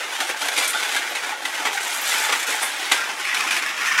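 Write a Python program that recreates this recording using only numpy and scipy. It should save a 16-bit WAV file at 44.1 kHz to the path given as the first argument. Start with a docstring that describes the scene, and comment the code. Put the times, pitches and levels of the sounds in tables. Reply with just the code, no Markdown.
"""A toy slot car runs on a plastic track in a small room, passes near, then goes on along the far side.
Its tyres drum on the hollow track, its loose chassis rattles, its pickup braids scrape on the rails
and its guide clacks over the joints: each is a train of tiny impacts filtered by a resonant body.
The gears whine, the braids squeak, and the plastic shell knocks and buzzes.
Reflections from the board and the room keep changing, over a faint steady background noise."""
import sys
import numpy as np
from scipy import signal
from scipy.fft import rfft, irfft
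from scipy.io import wavfile
from scipy.ndimage import uniform_filter1d

SR = 44100
rng = np.random.default_rng(int(sys.argv[2]) if len(sys.argv) > 2 else 0)


def generate_wav(signal):
    """Clip the signal to [-1, 1] and save it as 16-bit WAV at the path in sys.argv[1]."""
    frames = np.transpose(np.atleast_2d(signal))
    scaled = np.clip(frames, -1, 1) * 32767
    pcm = np.round(scaled).astype(np.int16)
    wavfile.write(sys.argv[1], SR, pcm)


N = 176400

# Spectrum of the metal rails. Each row: frequency in Hz, relative level in dB.
RAIL_SPECTRUM = [(30, -56), (1500, -13.5), (3400, 5.5), (4300, 1.5), (5200, -2), (7500, -2), (10000, -3.5),
                 (12500, -11), (16000, -27)]


def undb(db):
    """Decibels to amplitude ratio."""
    return 10 ** (np.asarray(db) / 20)


def unit(x):
    """Normalisation to rms 1."""
    return x / np.sqrt(np.mean(x ** 2))


def curve(rows, t):
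    """Linear interpolation in time of each column after the first."""
    times, *columns = np.array(rows).T
    return [np.interp(t, times, column) for column in columns]


def walk(per_s):
    """Low-pass noise of rms 1: random values joined by straight lines."""
    knots = rng.standard_normal(N)
    return unit(np.interp(np.arange(N) / SR * per_s, np.arange(N), knots))


def ticks(per_s, spread_db):
    """A Poisson train of impacts of random size and sign, with rms near 1."""
    hit = rng.random(N) < per_s / SR
    size = undb(spread_db * np.minimum(rng.exponential(size=N), 4))
    impacts = hit * size * rng.choice([-1., 1.], N)
    return impacts / np.sqrt(uniform_filter1d(impacts ** 2, size=8001) + 1e-12)


def body(force, spectrum, modes=(), size=4096):
    """Forced vibration: a minimum-phase response with added resonances, scaled to unit energy."""
    f = np.maximum(np.arange(size // 2 + 1) * SR / size, 1)
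    hz, db = np.array(spectrum).T
    cepstrum = irfft(np.log(undb(np.interp(np.log(f), np.log(hz), db))))
    cepstrum[1:size // 2] *= 2  # folding the cepstrum makes the response causal
    cepstrum[size // 2 + 1:] = 0
    ringing = 1 + sum(undb(gain_db) / (1 + 1j * centre / width * (f / centre - centre / f))
                      for centre, width, gain_db in modes)
    response = irfft(np.exp(rfft(cepstrum)) * ringing)
    return signal.fftconvolve(force, response / np.linalg.norm(response))[:N]


def burst(t, start, rise_s, decay_s):
    """Envelope of a damped vibration: linear rise, exponential decay."""
    age = t - start
    return np.clip(age / rise_s, 0, 1) * np.exp(-np.maximum(age - rise_s, 0) / decay_s)


def fade(x, decay_s):
    """Leaky integration gives every impulse an exponential tail."""
    return signal.lfilter([1], [1, -np.exp(-1 / (decay_s * SR))], x)


def glide(t, start, length, from_hz, to_hz):
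    """A half-sine swell and the linear frequency sweep that goes with it."""
    progress = np.clip((t - start) / length, 0, 1)
    return np.sin(np.pi * progress), from_hz + (to_hz - from_hz) * progress


def car(t):
    """Impact excitation: rolling, sliding and clacks drive the track, the chassis and the rails."""
    # Each row: time in seconds, then relative levels of drumming, rattle and scrape in dB.
    running_levels = [(0.0, -36, -25.5, -38.5), (0.27, -35.5, -30.5, -33.5), (0.39, -40, -28, -29.5),
                      (0.51, -31, -27.5, -31.5), (0.62, -38.5, -28, -25.5), (0.81, -33.5, -27.5, -31.5),
                      (0.95, -35, -26, -31), (1.16, -36, -30.5, -39), (1.29, -34, -28.5, -36.5),
                      (1.51, -38.5, -28, -33.5), (1.65, -28.5, -28.5, -38), (1.76, -36.5, -29, -31),
                      (1.99, -34.5, -26, -31.5), (2.21, -34.5, -22, -30), (2.47, -35.5, -27, -33.5),
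                      (2.65, -39, -25.5, -35.5), (2.86, -37, -28, -34.5), (3.04, -35, -25, -32.5),
                      (3.29, -40, -26.5, -34), (3.44, -33.5, -23, -32), (3.64, -39, -27.5, -36.5),
                      (3.87, -37, -23.5, -35.5), (4.0, -59, -23.5, -44)]
    # The throttle eases. Each row: centre and half length in seconds, rattle and scrape change in dB.
    lulls = [(0.08, 0.059, -5.5, -1.5), (0.353, 0.026, -5, -13), (.955, 0.0094, -3, 1),
             (1.06, 0.046, -0.5, -2.5), (1.395, 0.061, -8, -6.5), (1.472, 0.024, -11, -0.5),
             (1.707, 0.015, -2.5, -7.5), (1.787, 0.012, -5, -18), (2.453, 0.0086, -1, -18),
             (2.714, 0.057, -4.5, -3), (3.141, 0.07, -6.5, -5.5), (3.45, 0.012, -6, 0),
             (3.607, 0.011, -8, -6)]
    # How loosely the car rides. Each row: time in seconds, spread of impact sizes in dB.
    looseness = [(0, 1), (.8, 4), (1.5, 1), (2.2, -0.5), (3.0, -2), (3.4, 2.5), (4, -0.5)]
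    drum_db, rattle_db, scrape_db = curve(running_levels, t)
    for centre, half_length, rattle_change_db, scrape_change_db in lulls:
        eased = np.exp(-((t - centre) / half_length) ** 2)
        rattle_db += rattle_change_db * eased
        scrape_db += scrape_change_db * eased
    spread_db, = curve(looseness, t)
    wheel_hz = 32.9 * (1 + 0.1505 * walk(per_s=4))
    wheel_turns = np.cumsum(wheel_hz) / SR
    judder_db = 1.08 * walk(per_s=45.36)
    contact = (1 + 0.097 * np.sin(2 * np.pi * wheel_turns)) * undb(0.5 + judder_db)
    thump, clatter, edge = clacks(t)
    drum = contact * undb(drum_db) * ticks(per_s=1500, spread_db=3.5) + thump
    rattle = contact * undb(rattle_db) * ticks(per_s=2200, spread_db=spread_db) + clatter
    scrape_db += 1.63 * walk(per_s=21.82)  # the braids flutter
    scrape = contact * undb(scrape_db) * ticks(per_s=4500, spread_db=spread_db) + edge
    return track(drum) + chassis(t, rattle) + braids(t, scrape, scrape_db)


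def track(force):
    """Resonance: the hollow track answers the tyres with a few low modes."""
    # Spectrum of the track. Each row: frequency in Hz, relative level in dB.
    spectrum = [(30, -48), (80, -62), (125, -39), (175, -19), (215, -13), (280, -3.5), (400, 0), (520, 0),
                (700, 4.5), (1000, 1), (1400, 2), (3000, -20), (16000, -65)]
    # Its resonances. Each row: frequency in Hz, bandwidth in Hz, gain in dB.
    modes = [(277, 31, -8.5), (475, 9.5, -4), (810, 30, -4.5), (856, 56, 3.5)]
    return body(force, spectrum, modes)


def chassis(t, force):
    """Forced vibration of the loose chassis, whose timbre changes on the far stretch."""
    # Spectra before and on the far stretch. Each row: frequency in Hz, relative level in dB.
    near_spectrum = [(30, -84), (500, -18.5), (950, -4.5), (1230, -3), (1500, 3), (1800, 1.5), (2200, 3),
                     (2750, -1.5), (3500, -3.5), (4200, -10.5), (6000, -9.5), (16000, -28.5)]
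    far_spectrum = [(30, -85), (110, -40), (180, -21), (280, -17), (600, -25), (1100, -1.5), (1700, 1.5),
                    (2400, 2), (3400, -7.5), (4200, -18), (5300, -8), (7000, -14.5), (9000, -25.5),
                    (16000, -31)]
    far = np.interp(t, [2.97, 3.03], [0, 1])
    return body(force * (1 - far), near_spectrum) + body(force * far, far_spectrum)


def braids(t, scrape, scrape_db):
    """Sliding friction: the braids scrape the rails, with sizzle and crackle while the car is near."""
    pass_s, half_length_s = 2.2, 0.58
    near_gain = np.exp(-((t - pass_s) / half_length_s) ** 4) * undb(scrape_db)
    # Spectrum of the sizzle. Each row: frequency in Hz, relative level in dB.
    sizzle_spectrum = [(30, -80), (3000, -34), (5500, -0.5), (7500, 4.5), (9500, -3), (12500, -3.5),
                       (16000, -21)]
    sizzle = near_gain * undb(-1.5) * ticks(per_s=900, spread_db=4)
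    pops = fade(np.abs(ticks(per_s=130, spread_db=2.5)), decay_s=0.0011)
    crackle = near_gain * undb(-8.5) * unit(pops * rng.standard_normal(N))
    return body(scrape + crackle, RAIL_SPECTRUM) + body(sizzle, sizzle_spectrum)


def air():
    """Ambient noise: the faint, steady, mostly low sound of the room."""
    # Each row: frequency in Hz, relative level in dB.
    spectrum = [(30, -5), (90, -0.5), (200, 8), (1000, -16), (16000, -40)]
    return undb(-69.5) * body(rng.standard_normal(N), spectrum)


def gears(t):
    """Gear-mesh tones glide as the car changes speed; random modulation makes them waver and grind."""
    # Each row: start and length in seconds, first and last pitch in Hz, level in dB.
    whines = [(0.158, 0.13, 900, 856, -34), (0.53, 0.2, 2470, 2240, -26.5), (0.559, 0.088, 2160, 1967, -23),
              (0.544, 0.09, 3450, 3390, -30), (0.688, 0.17, 1400, 1444, -28),
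              (0.697, 0.26, 1540, 1470, -28.5), (0.697, 0.27, 3560, 3380, -32),
              (.77, 0.37, 2250, 1990, -38), (0.791, 0.2, 840, 787, -32.5), (0.893, .32, 1450, 1503, -34.5),
              (1.199, .32, 1500, 1392, -36), (1.386, 0.38, 1960, 1874, -32), (1.686, 0.12, 830, 803, -27),
              (2.074, .34, 860, 885, -29.5), (2.457, 0.22, 890, 845, -29), (2.969, 0.17, 1596, 1536, -31),
              (2.952, 0.13, 1350, 1425, -30.5), (3.01, 0.25, 910, 869, -39), (3.23, 0.088, 2540, 2540, -30),
              (3.265, .18, 3450, 3410, -36), (3.801, .2, 1886, 1733, -22)]
    waver = 1 + 0.008 * walk(per_s=150)
    grind = unit(1 + 0.77 * walk(per_s=120.1))
    tones = np.zeros(N)
    for *stretch, db in whines:
        swell, hz = glide(t, *stretch)
        tones += undb(db) * swell * np.sin(2 * np.pi * np.cumsum(hz * waver) / SR)
    return tones * grind


def clacks(t):
    """Rebounding impacts of the guide on joints and slot give forces on track, chassis and rails."""
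    # Each row: start in seconds, relative level in dB, decay in seconds,
    # then the track's thump and the rails' bright edge in dB relative to the chassis.
    strikes = [(0.201, -20, 0.025, -6, -2), (0.29, -21, 0.022, -3.5, -5.5), (0.409, -37, 0.037, 9, -9),
               (0.483, -17, 0.0066, -12, -1.5), (0.575, -22.5, 0.029, -1.5, 5.5),
               (0.607, -31.5, 0.028, 5.5, -12), (0.963, -20, 0.013, -22, -3), (1.149, -21.5, 0.035, -8, -7),
               (1.452, -18, 0.0099, -23, -7), (1.651, -15, 0.023, -6.5, -21), (1.728, -26, 0.017, -9, -2),
               (1.773, -20, 0.017, -18, -15), (2.2, -34, 0.009, 7, -7), (2.292, -18, 0.019, -6, -16),
               (2.323, -15, 0.012, -9, -9), (2.427, -29, 0.0061, -14, 6.5), (2.479, -27, 0.039, -1, -18),
               (2.626, -23.5, 0.012, 0, -7), (2.914, -14, 0.022, -4, -3.5), (3.344, -19.5, 0.0069, -9, 1),
               (3.405, -20, 0.0059, -18, -14), (3.506, -20, 0.045, -31, -4), (3.565, -24, 0.033, -6.5, -4),
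               (3.855, -20, 0.049, -21, -7), (3.976, -14, 0.013, -25, -15), (3.987, -13, 0.0058, -16, -15)]
    envelopes = np.zeros((3, N))
    for start, db, decay_s, thump_db, edge_db in strikes:
        gains = undb(db - 1 + np.array([[thump_db], [0], [edge_db]]))
        envelopes += gains * burst(t, start, rise_s=0.0024, decay_s=decay_s)
    return [envelope * ticks(per_s=4000, spread_db=1.0) for envelope in envelopes]


def squeaks(t):
    """Stick-slip friction: the braids catch and give a high band of noise inside a broader scrape."""
    # Each row: start in seconds, centre frequency in Hz, relative level in dB, decay in seconds.
    catches = [(.676, 8970, -19, 0.01), (.692, 8850, -23, .007), (.703, 9800, -24, .009),
               (1.096, 12300, -42, 0.022), (1.925, 10400, -35, 0.051), (2.012, 12000, -30, 0.014),
               (2.055, 10450, -34, 0.011), (2.62, 8850, -26, 0.026), (2.626, 10500, -29, 0.041)]
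    narrow = walk(per_s=2600) + 1j * walk(per_s=2600)
    broad = walk(per_s=8000) + 1j * walk(per_s=8000)
    rough = narrow + undb(-2) * broad
    sound = np.zeros(N)
    for start, hz, db, decay_s in catches:
        band = np.real(rough * np.exp(2j * np.pi * hz * t))
        sound += undb(db) * burst(t, start, rise_s=0.0026, decay_s=decay_s) * band
    return sound


def knocks(t):
    """Damped free vibration: each knock rings the shell's modes and ticks against the rails."""
    # Each row: start in seconds, pitch in Hz, level in dB, decay in seconds, tick offset in dB.
    blows = [(0.965, 1624, -11, 0.0065, -12), (0.972, 3220, -21, 0.0076, -3),
             (1.451, 1950, -22, 0.0054, -3), (2.14, 1550, -12, 0.0044, -6), (2.168, 1880, -25, 0.0026, -5),
             (2.915, 2064, -11.5, 0.0099, -8), (2.919, 2924, -9.5, 0.0057, 0),
             (3.252, 2200, -12.5, 0.0041, -8.5), (3.327, 1980, -12.5, 0.0049, -20),
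             (3.351, 2410, -23, .003, -7), (3.369, 2290, -12, 0.0033, -16),
             (3.408, 2520, -12, 0.0026, -6.5), (3.476, 2520, -13, 0.0027, -10),
             (3.51, 2360, -9.5, 0.0035, -7), (3.565, 2260, -12, .0025, -6.5),
             (3.624, 2120, -13.5, 0.0033, -6), (3.662, 1740, -11.5, 0.0024, -10),
             (3.691, 1530, -19, .002, -5), (3.9884, 1760, -7, 0.0032, -16)]
    # Modes of the shell. Each row: multiple of the knock's pitch, gain in dB.
    shell_modes = [(.87, -11.5), (1, -1.5), (1.28, -11.5)]
    rise_s, tick_decay_s = 0.00045, 0.0023
    ring, tick = np.zeros(N), np.zeros(N)
    for start, hz, db, decay_s, tick_db in blows:
        now = (t >= start) & (t < start + 10 * decay_s)
        phase = 2 * np.pi * hz * (t[now] - start)
        modes = sum(undb(gain_db) * np.sin(ratio * phase) for ratio, gain_db in shell_modes)
        ring[now] += undb(db) * burst(t[now], start, rise_s, decay_s) * modes
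        tick[now] += undb(db + tick_db) * burst(t[now], start, rise_s, tick_decay_s)
    return ring + body(tick * rng.standard_normal(N), RAIL_SPECTRUM)


def buzzes(t):
    """Random excitation: quick taps sustain one resonance of the shell, which sinks in each buzz."""
    # Each row: start and length in seconds, first and last pitch in Hz, level in dB.
    stretches = [(2.467, 0.14, 2290, 2078, -28), (3.24, .17, 2295, 2014, -27),
                 (3.628, 0.12, 1800, 1646, -32), (3.797, 0.27, 1656, 1412, -25.5)]
    taps = ticks(per_s=770, spread_db=2) * np.exp(2j * np.pi * rng.random(N))
    ringing = fade(fade(taps, decay_s=0.0003), decay_s=0.0003)
    ringing /= np.std(ringing.real)
    sound = np.zeros(N)
    for *stretch, db in stretches:
        swell, hz = glide(t, *stretch)
        sound += undb(db) * swell * np.real(ringing * np.exp(2j * np.pi * np.cumsum(hz) / SR))
    return sound


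def shell(t):
    """The knocks and buzzes of the shell are high-passed, so they carry little bass."""
    cutoff_hz = 710
    high_pass = signal.butter(2, cutoff_hz, "high", fs=SR, output="sos")
    return signal.sosfilt(high_pass, knocks(t) + buzzes(t))


def echoes():
    """Impulse response from one spot on the track: direct sound and two decaying sets of reflections."""
    t = np.arange(SR // 3) / SR
    response = np.zeros(len(t))
    for t60_s, db, gap_s in ((0.031, -5, 0.0008), (0.18, -6, 0.006)):  # board, then room
        tail = rng.standard_normal(len(t)) * np.exp(-np.log(1000) * t / t60_s) * (t > gap_s)
        response += undb(db) * tail / np.linalg.norm(tail)
    response[0] = 1
    return response / np.linalg.norm(response)


def room(x):
    """Time-varying reverberation: as the car moves, each overlapping frame meets new reflections."""
    hop = int(0.025 * SR)
    padded, sound = np.pad(x, (hop, 2 * hop)), np.zeros(N + SR)
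    for start in range(0, N + hop, hop):
        frame = padded[start:start + 2 * hop] * np.hanning(2 * hop)
        heard = signal.fftconvolve(frame, echoes())
        sound[start:start + len(heard)] += heard
    return sound[hop:hop + N]


def scene():
    """Superposition of the reverberant contact sounds, the direct gear tones and the ambient noise."""
    t = np.arange(N) / SR
    contact_sounds = car(t) + squeaks(t) + shell(t)
    return (room(contact_sounds) + gears(t) + air())[None]


def record(dry):
    """Band limiting: a gentle high-pass thins the bass and a steep low-pass cuts the top."""
    low_hz, top_hz = 60, 15750
    thin = signal.sosfilt(signal.butter(1, low_hz, "high", fs=SR, output="sos"), dry)
    return signal.sosfilt(signal.ellip(10, .2, 80, top_hz, fs=SR, output="sos"), thin)


dry = scene()
out = record(dry)
generate_wav(out)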